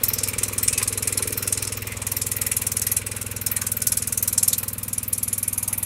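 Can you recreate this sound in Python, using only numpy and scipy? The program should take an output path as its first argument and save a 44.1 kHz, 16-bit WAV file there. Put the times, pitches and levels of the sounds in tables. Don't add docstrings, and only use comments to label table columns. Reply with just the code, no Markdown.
import sys
import numpy as np
from scipy import signal
from scipy.fft import rfft, irfft, next_fast_len
from scipy.io import wavfile
from scipy.ndimage import uniform_filter1d, map_coordinates

SR = 44100
rng = np.random.default_rng(int(sys.argv[2]) if len(sys.argv) > 2 else 0)


def master_out(mix):
    frames = np.transpose(np.atleast_2d(mix))
    ceiling = np.clip(frames, -1, 1)
    pcm = np.round(ceiling * 32767).astype(np.int16)
    wavfile.write(sys.argv[1], SR, pcm)


N = 257984

START_M, AWAY_M_PER_S = 1.41, 0.27
MACHINE_DB = -38.5
TOP_HZ = 15700
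FIRST_OPENING_CYCLES = 0.627
BRIGHT_SCATTER_DB, FIZZ_SCATTER_DB = 1.5, 8.5
PEAK_WANDER_HZ = 86

# start_s, level_db
THUDS = [(.09, -51), (.68, -29), (3.88, -39), (3.97, -43), (4.92, -30)]
# frequency_hz, gain_db
THUD_SPECTRUM = [(25, -37), (75, -4.5), (150, -13.5), (230, -24.0), (400, -46), (2000, -80)]
# frequency_hz, gain_db
SOIL_SPECTRUM = [(20, -14), (45, 3.5), (80, 2), (170, -2.5), (330, -4.5), (550, -1.5), (750, -13),
                 (1100, -7), (2600, -14), (4000, -10.5), (9000, -50), (15000, -23)]
# frequency_hz, gain_db
PANEL_SPECTRUM = [(800, -14.5), (2200, -47), (3300, -11.5), (4700, -9), (5400, -3), (7000, 1), (8600, 3),
                  (10000, 1.5), (12000, 0), (13000, -6), (15500, -27)]
# frequency_hz, gain_db
GEAR_SPECTRUM = [(300, -9.5), (550, -1), (740, -18), (880, 0.5), (1050, 2.5), (1200, 4), (1450, 0),
                 (1700, -6.5), (2500, 2.5), (3200, -9), (5500, -10.5), (9000, -9.5), (12000, -9.5),
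                 (15500, -30)]
# loudest_s, pitch_hz, width_hz, level_db, half_length_s
RATTLES = [(0.165, 5360, 400, -38, 0.16), (0.292, 2330, 130, -39, 0.027), (0.683, 8500, 700, -28.5, 0.065),
           (0.76, 2590, 150, -36, .07), (1.113, 2250, 258, -41, 0.091), (1.427, 1400, 130, -45, 0.076),
           (1.547, 5370, 300, -40, 0.27), (1.916, 2100, 200, -35, 0.031), (2.057, 1020, 260, -45, 0.14),
           (2.423, 1950, 130, -44, 0.13), (2.867, 1910, 130, -41, 0.039), (3.564, 1870, 130, -41.5, 0.027),
           (3.627, 1190, 198, -44.5, .05), (3.695, 1484, 90, -49, 0.83), (4.534, 4100, 900, -34, 0.017),
           (5.414, 2310, 250, -50.5, 0.46), (5.716, 950, 300, -46.5, 0.17)]
# share_of_cycle, level_db, rise_s
KNOCKS = [(.07, -0.5, 0.0026), (.42, 0, 0.0037), (.80, 0, 0.0047), (.92, 0.5, 0.0011)]
# time_s, speed_rpm
CRANK_SPEED = [(0.0, 2407.0), (0.86, 2438.0), (1.35, 2380.0), (1.58, 2433.0), (1.8, 2439.0), (2.29, 2418.0),
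               (2.52, 2369.0), (2.97, 2428.0), (3.11, 2430.0), (3.5, 2372.0), (4.16, 2351.0),
               (4.99, 2421.0), (5.18, 2390.0), (5.4, 2412.0), (5.85, 2397.0)]
# time_s, level_db
FACING = [(0, -40.5), (.25, -35), (.8, -37.5), (1.3, -32.5), (1.9, -38.5), (2.6, -38), (3.7, -41),
          (4.5, -44.5), (5.85, -63)]
# time_s, exhaust_thump_db, air_box_db
LOAD = [(0.0, -35, -40), (0.5, -35, -39.5), (1.5, -35, -42), (3.5, -35.5, -40.5), (4.3, -36.5, -40.5),
        (5.0, -38, -40.5), (5.85, -37, -41)]
# pitch_hz, width_hz, level_db
AIR_BOX_MODES = [(177.2, 3.7, 2.1), (234.3, 19, 2.1)]
# pitch_hz, width_hz, level_db
SNORKEL_MODES = [(437.8, 17, 5), (488, 46, 2), (606, 20, -4)]
# pitch_hz, width_hz, level_db
COVER_MODES = [(284, 6, 2), (341, 8.5, -9.5), (388, 5.6, 3.5)]
# pitch_hz, width_hz, level_db
SHELL_MODES = [(2057, 250, 0.5), (2308, 53, 0.5), (2420, 33, 2.5), (2640, 114, -0.5)]
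# time_s, level_db
SHELL_LEVEL = [(0, -36.5), (1.15, -32.5), (1.9, -36.5), (2.45, -33), (3.6, -35), (4.7, -43.5), (5.25, -50),
               (5.85, -43)]
# time_s, pitch_hz
SHELL_PEAK = [(0, 2260), (1.2, 2400), (2.3, 2210), (3.2, 2520), (3.6, 2300), (4.7, 2500), (5.85, 2220)]
# time_s, level_db
BLOWDOWN = [(0.03, -15.5), (0.28, -25), (0.33, -32), (0.38, -21.5), (0.53, -29), (0.58, -21.5), (1.07, -21),
            (1.12, -23.5), (1.47, -23), (2.01, -33.5), (2.06, -23), (2.96, -20.5), (3.01, -37.5),
            (3.06, -28), (3.36, -31), (3.51, -21.5), (3.71, -26), (3.87, -19.5), (4.02, -24), (4.43, -16.5),
            (4.73, -26), (5.82, -21)]
# time_s, around_11_khz_db, above_12_khz_db
TREBLE = [(0, -1.5, 18.5), (.3, -5, 3), (.65, -7, -2), (.9, 3, -9), (1.4, -1, -4.5), (1.8, -9, -1.5),
          (2.3, -0.5, 6), (3.5, -0.5, 2.5), (4.4, 3, -1), (5.0, 5.5, 2.5), (5.85, 9.5, 4.5)]
# frequency_hz, gain_db
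JET_SPECTRUM = [(500, -67), (1000, -28.5), (1600, -26), (2100, -28), (3300, -20), (4800, -15.5),
                (5300, -10), (7200, -4.5), (9600, 1), (11500, -1.5), (13000, -7.5), (15500, -12)]
# pitch_hz, width_hz, level_db
OUTLET_MODES = [(4100, 30, -2), (5340, 50, -8), (8700, 40, -21)]
# pitch_hz, width_hz, level_db
MUFFLER_MODES = [(61.3, 20, -4.5), (103.8, 15.6, 5), (138.3, 9.9, -9.5)]


def amp(db):
    return 10 ** (np.asarray(db) / 20)


def unit(x):
    return x / np.sqrt(np.mean(x ** 2) + 1e-20)


def curves(rows):
    time_s, *columns = np.transpose(rows)
    return [np.interp(np.arange(N) / SR, time_s, column) for column in columns]


def wobble(rate):
    knots = rng.standard_normal(int(N * rate / SR) + 4)
    return map_coordinates(knots, [np.arange(N) * rate / SR])


def filtered(x, response):
    size = next_fast_len(len(x) + SR // 2)
    spectrum = rfft(x, size) * response(np.fft.rfftfreq(size, 1 / SR))
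    return irfft(spectrum, size)[:len(x)]


def coloured(x, spectrum):
    hz, db = np.transpose(spectrum)
    return filtered(x, lambda f: amp(np.interp(np.log(f + 1), np.log(hz), db)))


def resonate(x, modes):
    def response(f):
        total = 0
        for k, (hz, width, db) in enumerate(modes):
            damping = 1j * f * width
            total = total - (-1) ** k * amp(db) * damping / (hz * hz - f * f + damping)
        return total
    return filtered(x, response)


def strokes(cycle, share, scatter_db, jitter_s):
    turns = np.arange(np.ceil(cycle[0] - share), cycle[-1] - share) + share
    size, late = rng.standard_normal((len(turns), 2)).T
    at = np.interp(turns, cycle, np.arange(N)) + late * jitter_s * SR
    return np.bincount(np.clip(at, 0, N - 1).astype(int), amp(scatter_db * size), N)


def gusts(impulses, peak_s, steep):
    age = np.arange(SR // 4) / SR / peak_s
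    shape = (age * np.exp(1 - age)) ** steep
    return signal.fftconvolve(impulses, shape)[:N] * rng.standard_normal(N)


def patchy(x, depth_db):
    z = signal.stft(x, nperseg=256)[2]
    field = uniform_filter1d(rng.standard_normal(z.shape), size=5, axis=0)
    field = uniform_filter1d(field, size=10, axis=1)
    return signal.istft(z * amp(depth_db * unit(field)), nperseg=256)[1][:N]


def per_firing(cycle):
    firing = np.floor(cycle - np.floor(cycle[0])).astype(int)
    return rng.standard_normal(firing[-1] + 1)[firing]


def nearness_db():
    return MACHINE_DB - 20 * np.log10(START_M + AWAY_M_PER_S * np.arange(N) / SR)


def off_axis_db():
    facing_db, = curves(FACING)
    return facing_db - facing_db.max()


def thuds(body_db):
    start_s, level_db = np.transpose(THUDS)
    impulses = np.bincount((start_s * SR).astype(int), amp(level_db), N)
    return amp(body_db) * coloured(gusts(impulses, peak_s=0.025, steep=1.0), THUD_SPECTRUM)


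def tines(lump_db, crumb_db, fade_db):
    churn = unit(coloured(rng.standard_normal(N), SOIL_SPECTRUM)) * amp(lump_db * wobble(13.0))
    hits = (rng.random(N) < 70 / SR) * rng.uniform(0.38, 1, size=N)
    crumbs = unit(coloured(gusts(hits, peak_s=0.0012, steep=0.59), GEAR_SPECTRUM))
    hidden_db = fade_db * np.linspace(0, 1, N) ** 2
    return amp(nearness_db() + hidden_db) * (churn + amp(crumb_db) * crumbs)


def grit(grit_db, per_s, scatter_db, beaming):
    hits = (rng.random(N) < per_s / SR) * amp(scatter_db * rng.standard_normal(N))
    ticks = unit(coloured(gusts(hits, peak_s=0.00081, steep=0.49), PANEL_SPECTRUM))
    return amp(grit_db + beaming * off_axis_db()) * ticks


def rattles(cycle):
    t = np.arange(N) / SR
    firings = strokes(cycle, 0.0097, scatter_db=1.5, jitter_s=0.0012)
    shake = gusts(firings, peak_s=0.0056, steep=0.25)
    total = np.zeros(N)
    for loudest_s, hz, width_hz, db, half_length_s in RATTLES:
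        swell = np.exp(-((t - loudest_s) / half_length_s) ** 2)
        total += amp(db) * swell * unit(resonate(shake, [(hz, width_hz, 0)]))
    return total


def clatter(cycle, knock_db, whirr_db):
    knocks = np.zeros(N)
    for share, db, rise_s in KNOCKS:
        hits = strokes(cycle, share, scatter_db=6.5, jitter_s=0.00099)
        knocks += amp(db) * gusts(hits, peak_s=rise_s, steep=1.0)
    drive = amp(knock_db) * unit(knocks) + amp(whirr_db) * rng.standard_normal(N)
    casing = np.zeros(N)
    for hz in np.geomspace(880, 1750, num=9):
        casing += resonate(drive, [(hz, 45, 0)]) * amp(2.5 * wobble(3))
    return amp(nearness_db()) * coloured(amp(2) * drive + amp(6) * casing, GEAR_SPECTRUM)


def intake(cycle, box_db, honk_db, cover_db, breathy, beaming):
    facing_db, = curves(FACING)
    _, load_db = curves(LOAD)
    gulp = strokes(cycle, 0.6, scatter_db=-0.55, jitter_s=0.00032)
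    turbulence = gusts(gulp, peak_s=0.00054, steep=0.58)

    def ring(modes):
        return unit(unit(resonate(gulp, modes)) + breathy * unit(resonate(turbulence, modes)))

    boom = amp(load_db + box_db) * unit(resonate(gulp, AIR_BOX_MODES))
    honk = amp(honk_db) * ring(SNORKEL_MODES)
    cover = amp(cover_db + beaming * off_axis_db()) * ring(COVER_MODES)
    return boom + amp(facing_db) * (honk + cover)


def shell_ring(cycle, ring_db, spread_hz):
    level_db, = curves(SHELL_LEVEL)
    centre_hz = curves(SHELL_PEAK)[0] + PEAK_WANDER_HZ * wobble(7.8)
    firings = strokes(cycle, 0.03, scatter_db=2.5, jitter_s=0.00026)
    shake = gusts(firings, peak_s=0.0038, steep=0.37)
    ring = np.zeros(N)
    for mode in SHELL_MODES:
        ring += resonate(shake, [mode]) / (1 + ((mode[0] - centre_hz) / spread_hz) ** 2)
    return amp(level_db + ring_db) * unit(ring)


def exhaust_hiss(cycle, jet_db, panel_db, outlet_db, beaming):
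    force_db, = curves(BLOWDOWN)
    bright_db, fizz_db = curves(TREBLE)
    opening = strokes(cycle, 0.0014, scatter_db=1.4, jitter_s=0.000043) * amp(force_db)
    burst = gusts(opening, peak_s=0.0068, steep=4.5)
    tail = gusts(opening, peak_s=0.013, steep=1.64)
    jet = amp(jet_db) * coloured(burst, JET_SPECTRUM)
    panels = amp(panel_db) * coloured(tail, PANEL_SPECTRUM)
    hiss = patchy(jet + panels, depth_db=2.6)
    upper = filtered(hiss, lambda hz: 1 / (1 + (9500 / (hz + 1)) ** 20))
    top = filtered(hiss, lambda hz: 1 / (1 + (12200 / (hz + 1)) ** 20))
    bright = amp(bright_db + BRIGHT_SCATTER_DB * per_firing(cycle))
    fizz = amp(fizz_db + FIZZ_SCATTER_DB * per_firing(cycle))
    total = np.sqrt(0.36 + 0.49 * bright ** 2 + 0.15 * fizz ** 2)
    tilted = (hiss - upper + bright * (upper - top) + fizz * top) / total
    outlet = amp(outlet_db + beaming * off_axis_db()) * resonate(burst, OUTLET_MODES)
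    return tilted + outlet


def exhaust_thump(cycle, thump_db):
    load_db, _ = curves(LOAD)
    kicks = strokes(cycle, 0, scatter_db=0.35, jitter_s=0.0001)
    return amp(load_db + thump_db) * unit(resonate(kicks, MUFFLER_MODES))


def scene():
    rpm, = curves(CRANK_SPEED)
    cycle = np.cumsum(rpm / (2 * 60)) / SR - FIRST_OPENING_CYCLES
    earth = thuds(body_db=17.5) + tines(lump_db=-0.5, crumb_db=-5.5, fade_db=-0.5)
    earth += grit(grit_db=-41.5, per_s=90, scatter_db=10.5, beaming=1.0)
    loose = rattles(cycle)
    metal = clatter(cycle, knock_db=3.5, whirr_db=3.5)
    metal += shell_ring(cycle, ring_db=-7.0, spread_hz=380)
    air = intake(cycle, box_db=-4.5, honk_db=-9, cover_db=-9, breathy=0.23, beaming=1.0)
    exhaust = exhaust_hiss(cycle, jet_db=11.5, panel_db=-4.0, outlet_db=16.5, beaming=0.89)
    exhaust += exhaust_thump(cycle, thump_db=-1.0)
    return (earth + loose + metal + air + exhaust)[None]


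def record(dry):
    def band_limit(hz):
        return amp(-np.clip((hz - TOP_HZ) / 18, 0, 120))
    return np.array([filtered(x, band_limit) for x in dry])


dry = scene()
out = record(dry)
master_out(out)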